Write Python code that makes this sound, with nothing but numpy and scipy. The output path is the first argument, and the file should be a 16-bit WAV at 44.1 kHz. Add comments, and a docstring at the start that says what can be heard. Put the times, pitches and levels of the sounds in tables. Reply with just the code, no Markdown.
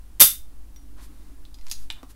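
"""A hammer in a small steel trigger mechanism falls, chatters on its frame and overloads the recorder.
Held in the hands close to the microphone in a small room, it is then cocked with small ticks and a
latching click, and the trigger resets. Each metal contact is a short noise burst plus ringing sine waves.
Skin sliding on metal and handling are shaped noise. Hum is two sine waves; hiss, rumble and slow
air pressure are noise."""
import sys
import numpy as np
from scipy import signal
from scipy.fft import rfft, irfft, next_fast_len
from scipy.io import wavfile

SR = 44100
rng = np.random.default_rng(int(sys.argv[2]) if len(sys.argv) > 2 else 0)


def store_pcm(level_fs):
    """Save levels as 16-bit WAV."""
    pcm = np.round(np.clip(level_fs, -1, 1) * 32767).astype(np.int16)
    wavfile.write(sys.argv[1], SR, np.atleast_2d(pcm).T)


N = 94815  # length in samples, about 2.15 s

# In all "contacts" tables, brightness tilts the sound up (+) or down (-) around 6000 Hz.
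# Mode levels are starting points: brightness and a random change at each contact shift them.

# Steady hiss. Each row: frequency in Hz, relative level in dB.
HISS_SPECTRUM = [(100, 6), (400, 7), (700, 6.5), (1200, 4.5), (2200, -1.5), (4000, -2.5), (7000, -3.5),
                 (11000, -0.5), (13000, -4), (15700, -5)]
# Low room rumble. Each row: frequency in Hz, relative level in dB.
RUMBLE_SPECTRUM = [(15, -1), (30, 5), (55, -1.5), (80, -11.5), (130, -20), (220, -22), (500, -49.5)]
# Mains hum tones. Each row: frequency in Hz, rms level in dB.
HUM_TONES = [(49.8, -49), (100, -64.5)]
# Strength of slow air pressure on the microphone. Each row: time in seconds, level in dB.
AIR_LEVEL = [(0, -38), (1.3, -37), (1.55, -39.5), (1.7, -27), (1.85, -24.5), (2.0, -41), (2.15, -42)]
# Colour of that air pressure. Each row: frequency in Hz, relative level in dB.
AIR_SPECTRUM = [(1, -6), (4, 2.5), (10, -21.5), (20, -41), (60, -70), (200, -100)]
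# Strength of the low handling noise. Each row: time in seconds, level in dB.
HANDLING_LEVEL = [(0, -65.5), (.5, -62.5), (.85, -59), (1.1, -56), (1.35, -56.5), (1.6, -64), (2.15, -63)]
# Colour of the handling noise. Each row: frequency in Hz, relative level in dB.
HANDLING_SPECTRUM = [(100, -24.5), (180, -5.5), (220, -5.5), (285, 3.5), (340, -6.5), (430, -17),
                     (1500, -42)]

# Hammer release, blow and rebounds. Each row: start in seconds, level in dB, brightness in dB per octave.
HAMMER_CONTACTS = [(.1977, -20, -2.5), (.2028, 0, 0.5), (.2092, 3.5, 1), (.2149, 3, 2.5), (.2205, -3.5, -2)]
# Dense clang of the frame. Each row: frequency in Hz, relative level in dB.
FRAME_CLANG = [(60, -18.5), (350, -18.5), (750, -24.5), (1300, -20), (1700, -21), (2400, -18.5),
               (3100, -13), (3600, -5), (4200, -11.5), (5200, -7.5), (7500, -8.5), (10000, -6), (11900, 3),
               (13400, -6), (15500, -6.5)]
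# Ring of the hammer and the frame it strikes, strongest near 3.6 kHz. Each row: frequency in Hz, level in dB,
# time to fall 60 dB in seconds.
HAMMER_RING = [(2870, -7.5, .09), (3532, 3, .1), (3630, 5.5, 0.05), (3994, -13, .2), (5749, -14, .18),
               (6342, -13, .13), (8730, -8, .14), (11220, -7, .15), (12200, -4, 0.14), (11640, -7, .17),
               (12030, -3, .17), (12210, -5, .19), (12930, -13.5, 0.14), (14900, -8, .15)]
# The blow jolts the whole frame. Each row: start in seconds, level in dB, brightness in dB per octave.
JOLT_CONTACTS = [(.209, -36, -1)]
# Colour of the jolt. Each row: frequency in Hz, relative level in dB.
JOLT_SPECTRUM = [(20, -8.5), (45, -0.5), (120, -3), (250, -9), (600, -28.5), (2000, -61)]
# Low ring of the frame in the hands. Each row: frequency in Hz, level in dB, time to fall 60 dB in seconds.
JOLT_RING = [(60, -0.5, .25), (123, -3, .2)]
# Spring ping as its load changes. 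Each row: start in seconds, level in dB, brightness in dB per octave.
SPRING_CONTACTS = [(.7615, -49, 4)]
# Colour of the ping's noise burst. Each row: frequency in Hz, relative level in dB.
SPRING_SPECTRUM = [(1000, -5), (2800, -7), (3900, 0), (5200, -9), (7600, -9), (10000, -19), (15000, -10)]
# Ring of the spring. Each row: frequency in Hz, level in dB, time to fall 60 dB in seconds.
SPRING_RING = [(2030, 9.5, 0.036), (3580, 3.5, 0.055), (4120, -4, .04), (5740, -5.5, .08)]
# Skin sliding over metal. Each row: middle in seconds, width (standard deviation) in seconds,
# level at the middle in dB, brightness in dB per octave.
SKIN_RUBS = [(0.997, 0.019, -54, -5.5), (1.038, 0.021, -52.5, 0), (1.2, 0.14, -64.5, -2.5),
             (1.68, 0.036, -59, -0.5), (1.815, 0.039, -56, 1.5), (1.99, 0.03, -60.5, -7),
             (2.107, 0.012, -54, 0.5)]
# Colour of the sliding skin. Each row: frequency in Hz, relative level in dB.
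SKIN_SPECTRUM = [(300, -20), (650, -6.5), (1050, 3.5), (2500, -2.5), (4000, 0), (7500, -2), (11500, 0.5),
                 (15500, -10.5)]
# Soft tick as the hammer starts to turn. Each row: start in seconds, level in dB, brightness in dB per octave.
PIVOT_CONTACTS = [(1.4525, -49.5, 1)]
# Colour of the pivot tick. Each row: frequency in Hz, relative level in dB.
PIVOT_SPECTRUM = [(1000, -22), (3000, -15), (3900, 6), (4700, -8), (5600, -16), (15000, -22)]
# Ring of the pivot. Each row: frequency in Hz, level in dB, time to fall 60 dB in seconds.
PIVOT_RING = [(3580, 3, .06), (4200, -6, 0.045), (4600, -9, .03)]
# Sear (catch) clicks in cocking. Each row: start in seconds, level in dB, brightness in dB per octave.
SEAR_CONTACTS = [(1.5435, -44, -1.5), (1.586, -51, -5), (1.6125, -54, -3.5), (1.6672, -41, -4.5),
                 (1.6835, -46, -1.5), (1.6995, -36, 6.5), (1.7137, -22, 1), (1.7215, -30, 4.5)]
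# Colour of the sear clicks. Each row: frequency in Hz, relative level in dB.
SEAR_SPECTRUM = [(150, -24), (550, -30), (850, -5), (1400, -9.5), (2500, -7), (3600, 0), (5000, 4.5),
                 (6700, 2), (7600, -4.5), (10300, -4.5), (12000, -6), (14500, -10), (16000, -17)]
# Ring of the sear. Each row: frequency in Hz, level in dB, time to fall 60 dB in seconds.
SEAR_RING = [(2117, 3, 0.027), (2490, 8, 0.014), (4150, 2, 0.084), (4950, 9, 0.039), (5470, 1, .04),
             (5660, -6, .045), (6700, 1, .045), (6780, -0.5, 0.053)]
# Clicks of the trigger resetting. Each row: start in seconds, level in dB, brightness in dB per octave.
TRIGGER_CONTACTS = [(1.9019, -20, -1.5), (1.9098, -33.5, 2.5), (1.925, -44, 18)]
# Colour of the trigger clicks. Each row: frequency in Hz, relative level in dB.
TRIGGER_SPECTRUM = [(150, -7), (550, -23), (900, 2.5), (1500, -17.5), (2000, -3.5), (2800, 0), (3700, 9.5),
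                    (4700, -8), (6000, -9), (7500, -16), (9000, -11.5), (11700, -17.5), (15000, -34)]
# Ring of the trigger. Each row: frequency in Hz, level in dB, time to fall 60 dB in seconds.
TRIGGER_RING = [(850, -0.5, 0.021), (2090, -19, 0.033), (2950, 1, 0.024), (3380, -14, 0.026),
                (3600, 5.5, 0.04), (3927, -7, 0.046), (5730, -18, 0.094)]
# Dull bump as the grip shifts. Each row: start in seconds, level in dB, brightness in dB per octave.
BUMP_CONTACTS = [(2.031, -40, 1)]
# Colour of the bump. Each row: frequency in Hz, relative level in dB.
BUMP_SPECTRUM = [(100, -18), (290, -1.5), (550, -2.5), (800, -13), (1150, -5), (2200, -34), (4500, -27.5),
                 (12000, -32.5)]
# Ring of the bump. Each row: frequency in Hz, level in dB, time to fall 60 dB in seconds.
BUMP_RING = [(277, 2, .07), (327, 4.5, 0.064), (476, -1.5, 0.021), (1110, -20, 0.055), (1650, -20, 0.03)]

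# How fast the room's echo dies. Each row: frequency in Hz, time to fall 60 dB in seconds.
ROOM_DECAY = [(200, 0.13), (500, 0.11), (1500, 0.24), (4000, 0.25), (9000, .245), (12500, 0.21),
              (15500, .235)]
# Colour of the room's echo. Each row: frequency in Hz, relative level in dB.
ROOM_SPECTRUM = [(200, -5.5), (600, -3.5), (1200, 1), (4000, -1.5), (12000, -1), (16000, -2)]

ROOM_BUILD_S = 0.0034  # time for the diffuse echo to build up
WALL_DELAY_S, WALL_DB = 0.0077, -11.5  # echo from one near wall
CRACK_DB, CRACK_T60_S = -5, 0.0018  # first instant of each contact, added to its clang
CLIP_TOP, CLIP_KNEE = 0.98, 7.6  # recorder's ceiling; a higher knee bends more sharply
TOP_HZ, EDGE_HZ = 15900, 250  # highest frequency kept, and the width of the fade just below it


def amp(db):
    """Turn decibels into a gain."""
    return 10 ** (np.asarray(db) / 20)


def unit(x):
    """Scale a sound to an average (rms) strength of 1."""
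    return x / np.sqrt(np.mean(x ** 2) + 1e-20)


def along(points, hz):
    """Read a (frequency, value) curve on a logarithmic frequency axis."""
    f, v = np.transpose(points)
    return np.interp(np.log(hz + 1), np.log(f + 1), v)


def curve(rows):
    """Join (seconds, value) points into one value per sample."""
    return np.interp(np.arange(N) / SR, *np.transpose(rows))


def filtered(x, response):
    """Multiply each frequency in a sound by the given response."""
    size = next_fast_len(len(x) + 8192)
    hz = np.fft.rfftfreq(size, 1 / SR)
    return irfft(rfft(x, size) * response(hz), size)[:len(x)]


def tilt(hz, slope):
    """Give a brightness slope in dB around 6000 Hz, level below 500 Hz."""
    return slope * np.log2(np.maximum(hz, 500) / 6000)


def noise(spectrum, slope=0, size=N):
    """Colour random noise with a spectrum and a brightness slope, at rms 1."""
    white = rng.standard_normal(size)
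    return unit(filtered(white, lambda hz: amp(along(spectrum, hz) + tilt(hz, slope))))


def room(x, wet_db):
    """Add one near-wall echo and a diffuse tail whose frequencies die away at different speeds."""
    hz, t, z = signal.stft(rng.standard_normal(SR // 2), SR, nperseg=256)
    decay_db = along(ROOM_SPECTRUM, hz)[:, None] - 60 * t / along(ROOM_DECAY, hz)[:, None]
    tail = signal.istft(z * amp(decay_db), SR, nperseg=256)[1]
    tail *= 1 - np.exp(-np.arange(len(tail)) / SR / ROOM_BUILD_S)
    tail /= np.linalg.norm(tail)
    # Turning the phase in step with frequency delays the sound.
    wall = amp(WALL_DB) * filtered(x, lambda f: np.exp(-2j * np.pi * f * WALL_DELAY_S))
    return x + wall + amp(wet_db) * signal.fftconvolve(x, tail)[:len(x)]


def strikes(contacts, spectrum, modes, t60, ring_db, wet_db):
    """Make each contact crack and clang as fading noise, and ring the part as fading sine waves."""
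    out = np.zeros(N + SR)
    t = np.arange(SR // 2) / SR
    fade = amp(-60 * t / t60) + amp(CRACK_DB - 60 * t / CRACK_T60_S)
    for start, db, slope in contacts:
        clang = noise(spectrum, slope, size=len(t)) * fade
        ring = np.zeros(len(t))
        for hz, level, life in modes:
            mode_db = level + tilt(hz, slope) + rng.normal(0, 4)  # each contact rings a little differently
            ring += amp(mode_db - 60 * t / life) * np.sin(2 * np.pi * (hz * t + rng.random()))
        out[round(start * SR):][:len(t)] += amp(db) * room(clang + amp(ring_db) * ring, wet_db)
    return out[:N]


def mains_hum():
    """Steady sine waves with random starting phases."""
    t = np.arange(N) / SR
    hum = np.zeros(N)
    for hz, db in HUM_TONES:
        hum += amp(db) * np.sqrt(2) * np.sin(2 * np.pi * (hz * t + rng.random()))  # root 2: rms to peak
    return hum


def hiss():
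    """Steady coloured noise."""
    return amp(-62) * noise(HISS_SPECTRUM)


def rumble():
    """Steady low noise of the room."""
    return amp(-47.5) * noise(RUMBLE_SPECTRUM)


def air_pressure():
    """Slow air pressure on the microphone, as very low noise of changing strength."""
    return amp(curve(AIR_LEVEL)) * noise(AIR_SPECTRUM)


def handling():
    """Low noise of the hands, slowly changing in strength."""
    return amp(curve(HANDLING_LEVEL)) * noise(HANDLING_SPECTRUM)


def hammer():
    """The hammer is released, hits the frame and rebounds, making metal clang and ring."""
    return strikes(HAMMER_CONTACTS, FRAME_CLANG, HAMMER_RING, t60=0.032, ring_db=-22, wet_db=-3)


def frame_jolt():
    """The blow shakes the whole frame in the hands as a low thud and ring."""
    return strikes(JOLT_CONTACTS, JOLT_SPECTRUM, JOLT_RING, t60=0.2, ring_db=-3, wet_db=-8.5)


def spring_ping():
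    """A spring rings faintly as the load on it changes."""
    return strikes(SPRING_CONTACTS, SPRING_SPECTRUM, SPRING_RING, t60=0.038, ring_db=-6, wet_db=-6)


def skin_rubs():
    """Skin slides over metal as noise that swells and fades in bell shapes."""
    t = np.arange(N) / SR
    rubs = np.zeros(N)
    for middle, width, db, slope in SKIN_RUBS:
        swell = np.exp(-0.5 * ((t - middle) / width) ** 2)
        rubs += amp(db) * swell * noise(SKIN_SPECTRUM, slope)
    return rubs


def pivot_tick():
    """The hammer's pivot ticks and rings softly as it starts to turn."""
    return strikes(PIVOT_CONTACTS, PIVOT_SPECTRUM, PIVOT_RING, t60=0.021, ring_db=-8.5, wet_db=-7)


def sear_clicks():
    """The sear, a small catch, clicks and rings while the hammer is cocked."""
    return strikes(SEAR_CONTACTS, SEAR_SPECTRUM, SEAR_RING, t60=0.022, ring_db=-18.5, wet_db=-7.5)


def trigger_reset():
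    """The trigger clicks and rings briefly as it resets."""
    return strikes(TRIGGER_CONTACTS, TRIGGER_SPECTRUM, TRIGGER_RING, t60=0.014, ring_db=-16.5, wet_db=-8.5)


def grip_bump():
    """The shifting grip gives a dull bump and a short low ring."""
    return strikes(BUMP_CONTACTS, BUMP_SPECTRUM, BUMP_RING, t60=0.025, ring_db=-2, wet_db=-5.5)


def scene():
    """Add everything together at one microphone."""
    fall = hammer() + frame_jolt()
    catch = sear_clicks() + trigger_reset()
    small_parts = spring_ping() + pivot_tick()
    hands = grip_bump() + skin_rubs() + handling()
    background = mains_hum() + hiss() + rumble() + air_pressure()
    return (fall + catch + small_parts + hands + background)[None]


def record(dry):
    """Loud peaks are smoothly flattened, then a steep low-pass removes everything above 15900 Hz."""
    overload = np.abs(dry[0] / CLIP_TOP) ** CLIP_KNEE
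    clipped = dry[0] / (1 + overload) ** (1 / CLIP_KNEE)

    def low_pass(hz):
        """Fade smoothly to nothing at the highest frequency kept."""
        return np.sin(np.pi / 2 * np.clip((TOP_HZ - hz) / EDGE_HZ, 0, 1)) ** 2

    return filtered(clipped, low_pass)[None]


dry = scene()
out = record(dry)
store_pcm(out)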